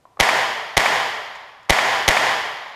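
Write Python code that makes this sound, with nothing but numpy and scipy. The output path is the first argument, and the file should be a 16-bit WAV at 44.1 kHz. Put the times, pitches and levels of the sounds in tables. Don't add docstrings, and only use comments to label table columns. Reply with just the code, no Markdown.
import sys
import numpy as np
from scipy import signal
from scipy.fft import rfft, irfft
from scipy.io import wavfile
from scipy.ndimage import uniform_filter1d, minimum_filter1d

SR = 44100
rng = np.random.default_rng(int(sys.argv[2]) if len(sys.argv) > 2 else 0)


def persist_wave(psi):
    counts = np.round(np.clip(psi, -1, 1) * 32767).astype(np.int16)
    wavfile.write(sys.argv[1], SR, np.atleast_2d(counts).T)


N = 121275
T = np.arange(N) / SR

# f/Hz, density/dB (per Hz)
HALL_SPECTRUM = [(18, -105), (30, -27), (82, -29), (120, -19), (191, -21.5), (235, -16.5), (274, -18),
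                 (363, -14), (435, -8), (470, -10), (709, -2), (1040, -3.5), (1250, -8.5), (1530, -8),
                 (1880, -1.5), (2700, -12.5), (3230, -9.5), (3870, -17), (5010, -17), (5990, -22),
                 (6810, -20), (7950, -25.5), (14000, -37)]
HALL_BUILD_S = 0.0066
LEAD_S = 0.0026


def amp(db):
    return 10 ** (np.asarray(db) / 20)


def unit(x):
    return x / np.sqrt(np.sum(x ** 2) + 1e-20)


def read(points, hz):
    f, value = np.transpose(points)
    return np.interp(np.log(hz + 1), np.log(f + 1), value)


def add(mix, s, sound):
    part = mix[round(s * SR):][:len(sound)]
    part += sound[:len(part)]


def colour(x, points, tilt_db=0, size=4096):
    hz = abs(np.fft.fftfreq(size, 1 / SR))
    gain_db = read(points, hz) + tilt_db * np.log2((hz + 50) / 1000)
    log_gain = np.log(amp(gain_db))
    spectrum = np.exp(np.conj(signal.hilbert(log_gain)))
    taps = np.fft.ifft(spectrum).real[:size // 2]
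    return signal.oaconvolve(x, unit(taps))[:len(x)]


def flat(x):
    z = rfft(x)
    return unit(irfft(z / (abs(z) + 1e-12), len(x)))


def burst(envelope):
    x = rng.standard_normal(len(envelope)) * envelope
    for _ in range(4):
        x = flat(x) * np.sqrt(envelope)
    return unit(x)


def blend(shared, own, change):
    return np.sqrt(1 - change) * shared + np.sqrt(change) * own


def ventilation():
    # f/Hz, density/dB (per Hz)
    air_spectrum = [(30, -10), (100, 0), (250, -7.5), (450, -6.5), (680, -4), (850, -7), (1050, -13),
                    (1400, -14), (2200, -16.5), (4000, -21), (8000, -26), (14000, -32)]
    return amp(-61.5) * colour(rng.standard_normal(N), air_spectrum)


def hall_tail():
    # f/Hz, T60/s
    decay_times = [(60, 1.25), (260, 1.104), (700, 1.32), (1100, 1.524), (1900, 1.313), (3300, 1.338),
                   (5000, 1.22), (8000, 0.88), (13000, 1.055)]
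    hz, t, z = signal.stft(rng.standard_normal(N), SR, nperseg=512)
    decay = amp(-60 * t / read(decay_times, hz)[:, None])
    tail = signal.istft(z * decay, SR, nperseg=512)[1][:N]
    return unit(colour(tail, HALL_SPECTRUM) * (1 - np.exp(-T / HALL_BUILD_S)))


def action(tail, size=2048):
    # t/s, level/dB, tilt/(dB per octave)
    clicks = [(.0535, -20.5, -4), (.0565, -27, -2.5), (.1718, -15, -3.5), (0.1743, -18, -4),
              (0.1927, 2, -4), (.196, 7.5, 0), (1.689, -8, 0.5), (2.068, 1, 2)]
    # f/Hz, density/dB (per Hz)
    action_spectrum = [(60, -42), (250, -26), (400, -18), (620, -6), (860, -3), (1030, 3), (1200, -1),
                       (1450, -11), (2300, -23), (3500, -29), (7000, -38), (14000, -48)]
    out = np.zeros(N)
    envelope = np.exp(-T[:size] / 0.0013)
    for s, db, bright_db in clicks:
        add(out, s, amp(db) * colour(burst(envelope), action_spectrum, tilt_db=bright_db))
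    return out + amp(-12.5) * signal.fftconvolve(out, tail)[:N]


def shock(smear_s, size=2048):
    scatter = 2.86
    fade = np.exp(-T[:size] / smear_s)
    jump = signal.unit_impulse(size)
    return unit(flat(jump + scatter * burst(fade)) * fade ** (1 / 4))


def crack(size=8192):
    # delay/s, level/dB, smear/s
    paths = [(0, -1.5, 0.0015), (.0035, -13, 0.0045), (.0077, 0.5, 0.0014), (.0123, -15, .001),
             (0.0154, -27, 0.0042), (0.0217, -26, .0006), (.0283, -16.5, 0.00037)]
    # f/Hz, density/dB (per Hz)
    blast_spectrum = [(30, -27), (100, -16.5), (160, -3), (330, -4), (520, 0), (780, 1.5), (1100, -3),
                      (1350, -4), (1700, -3), (2100, 3), (2700, -7.5), (3100, -2), (3900, -7.5),
                      (5100, -15.5), (6400, -12), (7500, -20.5), (10000, -22), (14000, -30)]
    hiss_peak_s, hiss_width_s = 0.0068, 0.0055
    impulses = np.zeros(size)
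    add(impulses, 0, amp(-15.5) * shock(0.003))
    for s, db, smear_s in paths:
        add(impulses, LEAD_S + s, amp(db) * shock(smear_s))
    hiss = burst(np.exp(-((T[:size] - hiss_peak_s) / hiss_width_s) ** 2))
    blast = amp(27) * colour(impulses, blast_spectrum)
    return blast + amp(16.5) * colour(hiss, blast_spectrum, tilt_db=3)


def hall_answer(size=8192):
    # delay/s, level/dB, spread/s
    echo_arrivals = [(0.0891, -2.5, 0.005), (.094, -8, .002)]
    # f/Hz, density/dB (per Hz)
    echo_spectrum = [(60, -23), (350, -8.5), (720, 1), (1100, 4.5), (1400, -2), (1850, 2), (2400, 5.5),
                     (2800, -20.5), (3300, -7), (4200, -24), (7000, -27), (14000, -37)]
    # f/Hz, level/dB
    modes = [(398, -14), (534, -5.5), (728, 3.5), (786, 10), (925, -11.5), (1021, 5.5), (1096, -8),
             (1652, -11.5), (1683, 11), (1776, -36), (1873, 1), (2107, 0.5), (2276, 3.5), (3309, -2.5)]
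    walls_s, walls_spread_s = 0.034, 0.0061
    modes_db, modes_t60_s = -33, 1.32

    t = T[:size]
    walls = burst(np.exp(-abs(t - walls_s) / walls_spread_s))
    echoes = sum(amp(db) * burst(np.exp(-abs(t - s) / spread_s)) for s, db, spread_s in echo_arrivals)
    out = sum(amp(db) * np.sin(2 * np.pi * (hz * T + rng.random())) for hz, db in modes)
    out *= amp(modes_db - 60 * T / modes_t60_s) * (1 - np.exp(-T / HALL_BUILD_S))
    add(out, 0, amp(16.5) * colour(walls, HALL_SPECTRUM))
    add(out, 0, amp(20.5) * colour(echoes, echo_spectrum))
    return out


def gas_push(size=4096):
    u = T[:size] / 0.003
    pulse = (1 - u) * np.exp(-u)
    return -amp(7) * signal.lfilter(*signal.butter(2, 101, fs=SR), pulse)


def shots(tail):
    # t/s, level/dB, added crack level/dB, gas push level/dB
    shot_list = [(0.2011, -2, -1, -6.5), (0.7702, -2.3, 0, -9), (1.6979, 0, 0, 2.5), (2.0802, -1.14, 1, -3)]
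    push_delay_s = 0.0051
    blast_change, hall_change = 0.093, 0.15
    out, blast, push, answer = np.zeros(N), crack(), gas_push(), hall_answer()
    for s, db, crack_db, push_db in shot_list:
        add(out, s - LEAD_S, amp(db + crack_db) * blend(blast, crack(), blast_change))
        add(out, s + push_delay_s, amp(push_db) * push)
        reverberation = amp(28) * blend(tail, hall_tail(), hall_change)
        add(out, s, amp(db) * (reverberation + answer))
    return out


def spent_cases(size=8192):
    # t/s, level/dB, nominal ring time/s
    impacts = [(1.353, -23, .02), (1.40, -33, .06), (1.48, -35, .07), (1.63, -36, 0.011),
               (1.652, -40, 0.0094), (2.68, -28, .06)]
    # f/Hz, density/dB (per Hz)
    brass_spectrum = [(1500, -35), (4000, -3), (5200, 8), (6000, -5), (6900, 3), (7900, -9), (10500, -12),
                      (14000, -19)]
    out = np.zeros(N)
    for s, db, ring_s in impacts:
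        add(out, s, amp(db) * colour(burst(np.exp(-T[:size] / ring_s)), brass_spectrum))
    return out


def saturate(x, ceiling):
    knee = 6
    return x / (1 + abs(x / ceiling) ** knee) ** (1 / knee)


def scene():
    tail = hall_tail()
    return (shots(tail) + action(tail) + spent_cases() + ventilation())[None]


def record(dry):
    threshold_db, recover_db_per_s = -7, 39.5
    look_ahead_s, detect_s = 0.0077, 0.011
    x = saturate(dry[0], amp(13))
    ahead = round(look_ahead_s * SR)

    power = abs(uniform_filter1d(x ** 2, round(detect_s * SR)))
    power_db = 10 * np.log10(power + 1e-12)
    coming_db = -minimum_filter1d(-power_db, 2 * ahead)
    fall = recover_db_per_s * T
    held_db = np.maximum.accumulate(coming_db + fall) - fall
    over_db = np.maximum(held_db - threshold_db, 0)
    x = saturate(x * amp(-uniform_filter1d(over_db, ahead)), 0.94)

    low_pass = signal.firwin(401, 14230, window=("kaiser", 7), fs=SR)
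    return signal.oaconvolve(x, low_pass, "same")[None]


dry = scene()
out = record(dry)
persist_wave(out)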